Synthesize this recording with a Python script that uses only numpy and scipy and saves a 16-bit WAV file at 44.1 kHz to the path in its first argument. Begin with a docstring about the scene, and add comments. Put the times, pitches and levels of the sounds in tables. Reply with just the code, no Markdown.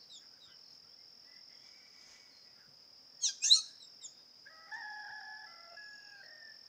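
"""Dawn in a farmyard. From the start, crickets trill near 5 kHz by stridulation over faint noise, while small
birds chip and whistle. Soft steps fall, leaves rustle, and at 1.2 s a far rooster is faintly heard. At 3.2 s a
bird close by squawks twice, its syrinx the source and its beak the filter. From 4.5 s two roosters crow and
beat against each other, and from 5.6 s a thin high tone near 6.7 kHz sinks above the crow. Throughout, the
house wall and the trees reflect the calls."""
import sys
import numpy as np
from scipy import signal
from scipy.fft import rfft, irfft, next_fast_len
from scipy.io import wavfile
from scipy.ndimage import uniform_filter1d, map_coordinates

SR = 44100
rng = np.random.default_rng(int(sys.argv[2]) if len(sys.argv) > 2 else 0)


def file_out(sig):
    """Save sig as 16-bit WAV at sys.argv[1]."""
    # one column per channel
    cols = np.atleast_2d(sig).T
    # limit, then scale
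    lim = np.clip(cols, -1, 1)
    pcm = np.round(lim * 32767).astype(np.int16)
    wavfile.write(sys.argv[1], SR, pcm)


N = 294581
TIME = np.arange(N) / SR


def amp(db):
    """Amplitude ratio: a factor of ten per 20 dB."""
    return 10 ** (np.asarray(db) / 20)


def unit(x):
    """Normalisation to rms 1."""
    return x / np.sqrt(np.mean(x ** 2) + 1e-20)


def response(spectrum, hz):
    """Frequency response: gain interpolated in decibels over log frequency."""
    frequency_hz, level_db = np.transpose(spectrum)
    return amp(np.interp(np.log(hz + 1), np.log(frequency_hz), level_db))


def shaped(x, spectrum):
    """Linear filtering by multiplication of spectra, scaled to rms 1."""
    size = next_fast_len(len(x))
    gain = response(spectrum, np.fft.rfftfreq(size, 1 / SR))
    return unit(irfft(rfft(x, size) * gain, size)[:len(x)])


def add(mix, start_s, sound):
    """Superposition of a sound on the mix."""
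    part = mix[max(round(start_s * SR), 0):][:len(sound)]
    part += sound[:len(part)]


def wander(t, hz):
    """Random modulation of rms about 1, lying mostly below hz."""
    knots = rng.standard_normal(8192)
    return map_coordinates(knots, [(t - t[0]) * 2 * hz], order=1, mode="wrap") * np.sqrt(1.5)


def phase_of(hz):
    """Phase is the time integral of frequency."""
    return 2 * np.pi * np.cumsum(hz) / SR


def scatter(x, t60_s, first_s):
    """Scattering from walls and trees: sparse echoes that decay exponentially."""
    t = np.arange(SR) / SR
    taps = rng.choice([-1., 1.], SR) * (rng.random(SR) < 1 / 20)
    taps *= (t > first_s) * amp(-60 * t / t60_s)
    return signal.fftconvolve(x, taps / np.linalg.norm(taps))[:N]


# Spectrum of the background noise, low outdoor rumble and high microphone hiss: frequency_hz, relative_db
BACKGROUND_SPECTRUM = [(25, -25), (60, -12), (140, -4), (205, -5.5), (250, -1), (310, -6), (380, -7.5),
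                       (520, -3.5), (800, -8), (1700, -11), (4000, -15.5), (7000, -23.5), (8500, -27.5),
                       (13700, -29.5), (15000, -18)]


def background_noise():
    """Noise floor: faint outdoor rumble and microphone hiss, gently uneven in level."""
    return shaped(rng.standard_normal(N), BACKGROUND_SPECTRUM) * amp(-70.5 + .5 * wander(TIME, hz=17))


def trill(hz, strokes_per_s, sweep, duty, unsteady):
    """Stridulation: each wing stroke is a short tone that sags in pitch as the file slows."""
    strokes = np.cumsum(strokes_per_s * (1 + unsteady * wander(TIME, hz=4))) / SR + rng.random()
    progress = np.minimum(strokes % 1 / duty, 1)
    pitch_hz = hz * (1 + sweep * (.5 - progress) + 0.00388 * wander(TIME, hz=144))
    return unit(np.sin(np.pi * progress) * np.sin(phase_of(pitch_hz)))


# Spectrum of a field of crickets: frequency_hz, relative_db
FIELD_SPECTRUM = [(3900, -39), (4450, -21.5), (4700, -6), (5000, -2), (5200, -2.5), (5450, -7.5),
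                  (5700, -15.5), (6200, -23), (7200, -32.5), (9000, -64)]


def cricket_chorus():
    """Incoherent summation: many trills merge into a band of noise, from which two stand out."""
    pair = amp(-5) * trill(4980, strokes_per_s=37.1, sweep=.07, duty=.6, unsteady=0.0078)
    pair += amp(-9.5) * trill(5130, strokes_per_s=45, sweep=0.073, duty=0.61, unsteady=0.11)
    field = shaped(rng.standard_normal(N), FIELD_SPECTRUM) * amp(0.86 * wander(TIME, hz=15))
    return amp(-61 - wander(TIME, hz=1)) * (pair + amp(-1.5) * field)


# The nearest cricket sinks back and returns: time_s, relative_db
CRICKET_LEVELS = [(0, -60), (1.5, -56.5), (2.0, -65), (2.7, -74.5), (3.2, -56.5), (5, -58.5), (6.68, -54.5)]
# Its rests: start_s, end_s
CRICKET_RESTS = [(.36, 0.5), (4.104, 4.7), (6.13, 6.24)]


def near_cricket():
    """Amplitude modulation: wing strokes vary in strength, rest briefly and scatter in the plants."""
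    level_db = np.interp(TIME, *np.transpose(CRICKET_LEVELS))
    pitch_hz = 5410 + 14 * wander(TIME, hz=0.86)
    singing = 1. - sum((TIME > start_s) * (TIME < end_s) for start_s, end_s in CRICKET_RESTS)
    song = trill(pitch_hz, strokes_per_s=42.7, sweep=.036, duty=0.54, unsteady=0.0088)
    song *= amp(level_db - 3.5 + wander(TIME, hz=24.3)) * uniform_filter1d(singing, 500)
    return song + amp(-14.5) * scatter(song, t60_s=0.24, first_s=0.0057)


# Whistles of far birds: start_s, length_s, start_hz, end_hz, relative_db, buzz_fraction
FAR_WHISTLES = [(0, 0.041, 4500, 4300, -61.5, 0.87), (0.09, .06, 3910, 4800, -66, 0.2),
                (0.207, 0.052, 1860, 1556, -72.5, 1), (0.304, 0.081, 1426, 1614, -76.5, 0.35),
                (0.447, 0.097, 1313, 1585, -71.5, 0.42), (0.474, 0.056, 3510, 2845, -68.5, 0.87),
                (0.63, 0.11, 4385, 4260, -69.5, 0.3), (0.871, 0.076, 3080, 3470, -80, 0.16),
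                (1.503, 0.2, 3180, 3460, -77, 0.5), (2.304, 0.13, 4310, 4300, -66, 0.26),
                (2.558, 0.11, 1690, 1464, -71.5, 0.66), (3.617, .15, 1586, 1730, -73.5, 0.33),
                (4.129, 0.088, 3660, 3720, -74.5, 0.45), (5.688, 0.1956, 2690, 2636, -72.5, 0.35),
                (5.913, 0.32, 2736, 2567, -73, 0.41), (6.142, 0.13, 4440, 4360, -67.5, 0.54)]


def far_birds():
    """Random frequency modulation makes short glides buzz; echoes outweigh the direct sound."""
    out = np.zeros(N)
    for start_s, length_s, start_hz, end_hz, level_db, buzz in FAR_WHISTLES:
        progress = np.arange(0, 1, 1 / (length_s * SR))
        hz = start_hz + (end_hz - start_hz) * progress + 230 * buzz * wander(progress * length_s, 240.4)
        add(out, start_s, amp(level_db) * np.sin(np.pi * progress) ** 0.22 * np.sin(phase_of(hz)))
    return amp(0.5) * out + amp(2.5) * scatter(out, t60_s=0.12, first_s=.004)


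# Chips of a small bird: start_s, length_s, start_hz, end_hz, level_db, octave_db
FALLING_CHIPS = [(0.095, 0.095, 4070, 3295, -51, -0.5), (0.406, 0.064, 3997, 3550, -55.5, -12),
                 (3.798, 0.0555, 4140, 3693, -53, -2), (4.015, 0.054, 4020, 3340, -51.5, 13)]


def small_bird():
    """Downward chirps whose second harmonic gains on the fundamental as the pitch falls."""
    out = np.zeros(N)
    for start_s, length_s, start_hz, end_hz, level_db, octave_db in FALLING_CHIPS:
        progress = np.arange(0, 1, 1 / (length_s * SR))
        glide_hz = start_hz + (end_hz - start_hz) * progress
        phase = phase_of(glide_hz * (1 + 0.014 * wander(progress * length_s, hz=260)))
        octave = amp(octave_db) * (0.08 + 1.45 * progress ** 2.332) * np.sin(2 * phase)
        add(out, start_s, amp(level_db) * (np.sin(phase) + octave) * np.sin(np.pi * progress) ** 0.54)
    return out + amp(-9.5) * scatter(out, t60_s=0.21, first_s=.006)


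def chatter(count=36):
    """Diffuse field: faint slurs of birds too far off to tell apart arrive only as echoes."""
    out = np.zeros(N)
    for when, pitch, slope, strength, length in rng.random((count, 5)):
        progress = np.arange(0, 1, 1 / ((.04 + .06 * length) * SR))
        jitter = 0.017 * wander(progress * 0.051, hz=190)
        hz = 1300 * 3 ** pitch * (1 + 0.24 * (slope - .5) * progress + jitter)
        slur = np.sin(np.pi * progress) * np.sin(phase_of(hz))
        add(out, when * N / SR, amp(-78.5 + 5 * strength) * slur)
    return scatter(out, t60_s=0.2, first_s=0.012)


# Soft steps: start_s, relative_db
FOOTFALLS = [(.47, -64), (0.83, -70), (2.669, -64), (2.73, -81.5), (5.091, -71)]


def steps():
    """Damped impacts: each step on soft ground is a burst of low noise that decays exponentially."""
    t, out = np.arange(SR // 4) / SR, np.zeros(N)
    ground_spectrum = [(40, -14.5), (130, 5), (220, -7.5), (500, -19), (3000, -62)]
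    for start_s, level_db in FOOTFALLS:
        thud = shaped(rng.standard_normal(len(t)), ground_spectrum)
        add(out, start_s, amp(level_db + 1) * thud * (1 - np.exp(-t / 0.0027)) * np.exp(-t / 0.028))
    return out


# Rustles of leaves: peak_s, rise_s, decay_s, level_db
LEAF_RUSTLES = [(.75, .05, 0.045, -72), (1.68, 0.11, 0.093, -70), (2.12, 0.13, 0.097, -60.5),
                (2.37, 0.045, 0.043, -75), (4.738, 0.0032, 0.036, -62.5)]


def leaves():
    """Friction noise: brushed foliage gives grainy swishes that swell and decay."""
    swell = sum(amp(level_db) * np.exp(-np.maximum((peak_s - TIME) / rise_s, (TIME - peak_s) / decay_s))
                for peak_s, rise_s, decay_s, level_db in LEAF_RUSTLES)
    grains = rng.standard_normal(N) * amp(2.1 * wander(TIME, hz=385))
    leaf_spectrum = [(300, -7), (1000, -4), (4000, -6.5), (6400, 3.5), (8500, -20.5), (12000, -28.5)]
    return swell * shaped(grains, leaf_spectrum)


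def envelope(rise_s, hold_s, fall_s, depth_db):
    """Exponential attack and release around a hold: times, and decibels relative to the peak."""
    t = np.arange(0, rise_s + hold_s + fall_s, 1 / SR)
    return t, -depth_db * np.maximum(np.maximum(1 - t / rise_s, (t - rise_s - hold_s) / fall_s), 0)


def arch(progress, start_hz, end_hz, arch_hz):
    """Parabolic pitch contour: vocal effort lifts the middle of a glide."""
    return start_hz + (end_hz - start_hz) * progress + arch_hz * (1 - (2 * progress - 1) ** 2)


def arched(start_s, rise_s, hold_s, fall_s, start_hz, end_hz, arch_hz, level_db):
    """Contours of a sustained call: times, arching pitch and level."""
    t, shape_db = envelope(rise_s, hold_s, fall_s, depth_db=17)
    return start_s + t, arch(t / t[-1], start_hz, end_hz, arch_hz), level_db + shape_db


def note(t, hz, level_db, harmonics_db, jitter, jitter_hz, tract=None):
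    """Harmonic series on a trembling fundamental, weighted by a vocal tract if one is given."""
    out = np.zeros(N)
    phase = phase_of(hz * (1 + jitter * wander(t, jitter_hz)))
    series = sum(amp(db) * (response(tract, k * hz) if tract else 1) * np.sin(k * phase)
                 for k, db in enumerate(harmonics_db, 1))
    add(out, t[0], series * amp(level_db) * signal.windows.tukey(len(t), .05))
    return out


# A far crow: start_s, rise_s, hold_s, fall_s, start_hz, end_hz, arch_hz, relative_db
FAR_SYLLABLES = [(1.2, 0.075, .06, 0.146, 619.5, 693, 20.5, -70),
                 (1.458, 0.059, 0.033, 0.088, 685, 734, -0.5, -65.5),
                 (1.561, .1, .5, .48, 749, 698, 29.5, -66)]
# Its harmonics, from the first up: relative_db
FAR_HARMONICS_DB = [-14, -12, 5, -10, -10]


def far_rooster():
    """Biphonation: a hoarse, broken crow with a second, lower pitch, blurred by the hillside."""
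    voice = np.zeros(N)
    for syllable in FAR_SYLLABLES:
        t, hz, level_db = arched(*syllable)
        voice += note(t, hz, level_db, FAR_HARMONICS_DB, jitter=0.022, jitter_hz=150)
        voice += note(t, hz * .89, level_db - 5.5, FAR_HARMONICS_DB, jitter=0.0465, jitter_hz=177)
    fading = amp(2.5 * wander(TIME, hz=10))
    return amp(-6) * scatter(voice * fading, t60_s=0.13, first_s=0.0045)


def slurred(start_s, rise_s, hold_s, fall_s, start_hz, end_hz, middle_s, slur_s, level_db):
    """Sigmoid glide: times, pitch and level of a note that slips between two pitches."""
    t, shape_db = envelope(rise_s, hold_s, fall_s, depth_db=34.5)
    slip = .5 + .5 * np.tanh(2 * (t - middle_s) / slur_s)
    return start_s + t, start_hz + (end_hz - start_hz) * slip, level_db + shape_db


# Harmonics of each kind of squawk note, from the first up: relative_db
DOWN_HARMONICS = [-12.5, -15, -4.5, -3, -15, -0.5, -10.5, -14, -23, -20, -28]
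UP_HARMONICS = [2.5, -11.5, -10, -21.5]
RASP_HARMONICS = [-5.5, 6.5, -6, -11, -12.5, -5.5, 4.5, 4, -17]
SPLIT_HARMONICS = [-18, -3, -11.5, 1, -5.5, -3, -4]
END_HARMONICS = [-0.5, -7, -20, -10, -8, -16.5, -9, -38]
# Resonances of throat and beak: frequency_hz, gain_db
BEAK_RESPONSE = [(800, -21.5), (1600, -22), (2400, -19.5), (3100, -13.5), (3700, 1), (4200, 1),
                 (5000, -4.5), (5800, 5), (7000, 3.5), (8000, -8.5), (8700, -6), (9600, -23.5),
                 (10700, -14), (13000, -40), (15200, -13.5)]
# Notes of the near bird: start_s, rise_s, hold_s, fall_s, start_hz, end_hz,
# middle_s (of the slur, from the note's start), slur_s, level_db, jitter_fraction, harmonics_db
SQUAWK_NOTES = [(3.201, 0.039, 0.05, .033, 1124, 772.5, 0.062, 0.057, -32, .009, DOWN_HARMONICS),
                (3.279, 0.011, 0.017, 0.023, 1654, 1543, 0.021, 0.049, -30, .006, UP_HARMONICS),
                (3.405, .024, 0.021, 0.014, 2437, 3040, 0.041, .036, -25.5, 0.0071, UP_HARMONICS),
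                (3.423, 0.019, 0.044, 0.045, 749.6, 933, 0.036, 0.0516, -38.5, 0.024, RASP_HARMONICS),
                (3.482, 0.035, .003, 0.1, 3427, 4358, .034, 0.0522, -18.5, 0.0079, UP_HARMONICS),
                (3.51, 0.026, 0.028, 0.033, 1362, 1447, 0.038, 0.038, -35.5, 0.0072, SPLIT_HARMONICS),
                (3.53, 0.029, 0.033, 0.019, 1337, 1272, .025, .04, -32.5, .006, END_HARMONICS)]


def near_bird():
    """Source and filter: notes from both sides of the syrinx share one beak; the wall reflects them."""
    voice = sum(note(*slurred(*contour), harmonics_db, jitter, jitter_hz=521, tract=BEAK_RESPONSE)
                for *contour, jitter, harmonics_db in SQUAWK_NOTES)
    voice += amp(-10) * rasp(voice)
    wall_echo = amp(-29) * np.interp(TIME - .019, TIME, voice)
    early = amp(-6) * scatter(voice, t60_s=0.11, first_s=0.0042)
    late = amp(-19.5) * scatter(voice, t60_s=0.41, first_s=0.044)
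    return voice + wall_echo + early + late


def rasp(voice):
    """Turbulence in the syrinx grows with the voice, saturates, and leaves by the same beak."""
    loudness = np.sqrt(abs(uniform_filter1d(voice ** 2, 400)))
    return shaped(rng.standard_normal(N), BEAK_RESPONSE) * 0.014 * np.tanh(loudness / 0.025)


# Notes of the crow, each lasting until the next: start_s, start_hz, end_hz, arch_hz,
# overtones_db, overtone_swell_db, fundamental_db, fundamental_swell_db, roughness_fraction
CROW_NOTES = [(4.452, 515.2, 594, -1, -52.5, -7, -69, 6, 0.42),
              (4.495, 638, 650, 2, -62, 4, -73.5, -5, 0.25),
              (4.712, 850, 885.4, 2, -43.5, 4, -49.5, -7.5, 0.2),
              (4.762, 938, 849, 15.5, -49, 0.5, -53, -6, 0.3),
              (4.835, 849, 858, -2, -51, -4, -56, -6, 0.15),
              (5.462, 665.7, 688.4, -0.5, -63, -4.5, -64.5, 20.5, .33),
              (5.764, 845.3, 829.4, 3, -55.5, -10.5, -77.5, -7, .1),
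              (6.04, 830, 782.4, 5.5, -59, 8.5, -69.5, 5, 0.21),
              (6.226, 614.5, 573, 17.5, -58.5, 1.5, -71.5, -17, 0.19)]
CROW_END_S = 6.535
# Cracks in the voice: time_s, roughness_fraction
VOICE_CRACKS = [(4.695, .5), (5.051, 0.37), (5.1, 0.81), (5.219, 0.81), (5.44, 0.4), (5.75, 0.23),
                (6.245, 0.74), (6.285, .6)]


def crow_contours(t):
    """Vocal registers: low and high notes join without a gap; each crack is rough, flat and weak."""
    edges_s = [row[0] for row in CROW_NOTES] + [CROW_END_S]
    place = np.interp(t, edges_s, np.arange(len(edges_s)))
    index = np.minimum(place.astype(int), len(CROW_NOTES) - 1)
    progress = place - index
    columns = np.array(CROW_NOTES)[index].T
    _, start_hz, end_hz, arch_hz, upper_db, upper_swell_db, low_db, low_swell_db, roughness = columns
    crack = sum(depth * np.exp(-((t - time_s) / .019) ** 2) for time_s, depth in VOICE_CRACKS)
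    dip_db = -4.5 * crack
    overtones_db = upper_db + upper_swell_db * (progress - .5) + dip_db
    fundamental_db = low_db + low_swell_db * (progress - .5) + dip_db
    hz = arch(progress, start_hz, end_hz, arch_hz) * (1 - .035 * crack)
    return uniform_filter1d([hz, abs(roughness + crack), overtones_db, fundamental_db], 350, axis=1)


# Resonances of the rooster's throat: frequency_hz, relative_db
THROAT_RESPONSE = [(1190, -35), (1290, 10), (1700, 12.5), (2000, 8), (2500, -28.5), (3400, -18),
                   (4200, -27.5), (5900, -37), (6700, -48), (7500, -55)]


def rooster():
    """A formant near 1.7 kHz shapes the strained crow; jitter and shimmer roughen it where it breaks."""
    t, out = np.arange(CROW_NOTES[0][0], CROW_END_S, 1 / SR), np.zeros(N)
    hz, roughness, overtones_db, fundamental_db = crow_contours(t)
    jitter = (.09 * roughness ** 1.7 + .003) * wander(t, hz=200)
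    shimmer = .7 * roughness * wander(t, hz=200)
    waver = 0.0033 * wander(t, hz=9)
    phase = phase_of(hz * (1 + jitter + waver))
    slide_hz_per_s = uniform_filter1d(abs(np.gradient(hz)) * SR, 400)
    falter = uniform_filter1d(1 / (1 + slide_hz_per_s / 7000), 300)  # dips at a change of register
    order = np.arange(2, 11)[:, None]
    brightness = amp(0.36 * np.minimum(fundamental_db + 49, 0))  # the full voice is the brighter
    weights = response(THROAT_RESPONSE, order * hz)
    weights *= np.where(order > 3, brightness * (1 + 3 * roughness), 1)
    overtones = (weights * np.sin(order * phase)).sum(0) / np.linalg.norm(weights, axis=0)
    voice = amp(overtones_db + 4.5) * overtones + amp(fundamental_db + 2.2) * np.sin(phase)
    add(out, t[0], voice * (1 + shimmer) * falter * signal.windows.tukey(len(t), .02))
    return out + amp(-9) * scatter(out, t60_s=0.98, first_s=.012)


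# The second crow: start_s, rise_s, hold_s, fall_s, start_hz, end_hz, arch_hz, level_db
SECOND_SYLLABLES = [(4.52, 0.26, 0.57, 0.084, 805.6, 751.4, 27.4, -59.5),
                    (6.187, 0.054, .07, 0.166, 718, 656, 8, -73)]
# Its harmonics, from the first up: relative_db
SECOND_HARMONICS_DB = [1.5, -6, -24, -22.5]


def second_rooster():
    """Beating: a slightly lower crow interferes with the first."""
    voice = sum(note(*arched(*syllable), SECOND_HARMONICS_DB, jitter=0.024, jitter_hz=154.1)
                for syllable in SECOND_SYLLABLES)
    return voice + amp(-1) * scatter(voice, t60_s=0.97, first_s=0.006)


# A thin high tone above the crow: start_s, rise_s, hold_s, fall_s, start_hz, end_hz, arch_hz, level_db
HIGH_NOTE = (5.6, .28, .24, .16, 6730, 6380, 150, -71)


def high_tone():
    """Amplitude modulation makes one high, pure, sinking tone flutter."""
    tone = note(*arched(*HIGH_NOTE), harmonics_db=[0], jitter=.004, jitter_hz=200)
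    return tone * amp(2.6 * wander(TIME, hz=14))


def scene():
    """Superposition: all sources add in one channel."""
    birds = near_bird() + small_bird() + far_birds() + chatter() + high_tone()
    roosters = rooster() + second_rooster() + far_rooster()
    crickets = near_cricket() + cricket_chorus()
    return (birds + roosters + crickets + background_noise() + leaves() + steps())[None]


def record(dry):
    """Band limiting: a linear-phase low-pass filter removes the highest treble."""
    lowpass = signal.firwin(511, 15600, window=("kaiser", 9), fs=SR)
    return signal.oaconvolve(dry, lowpass[None], "same")


dry = scene()
out = record(dry)
file_out(out)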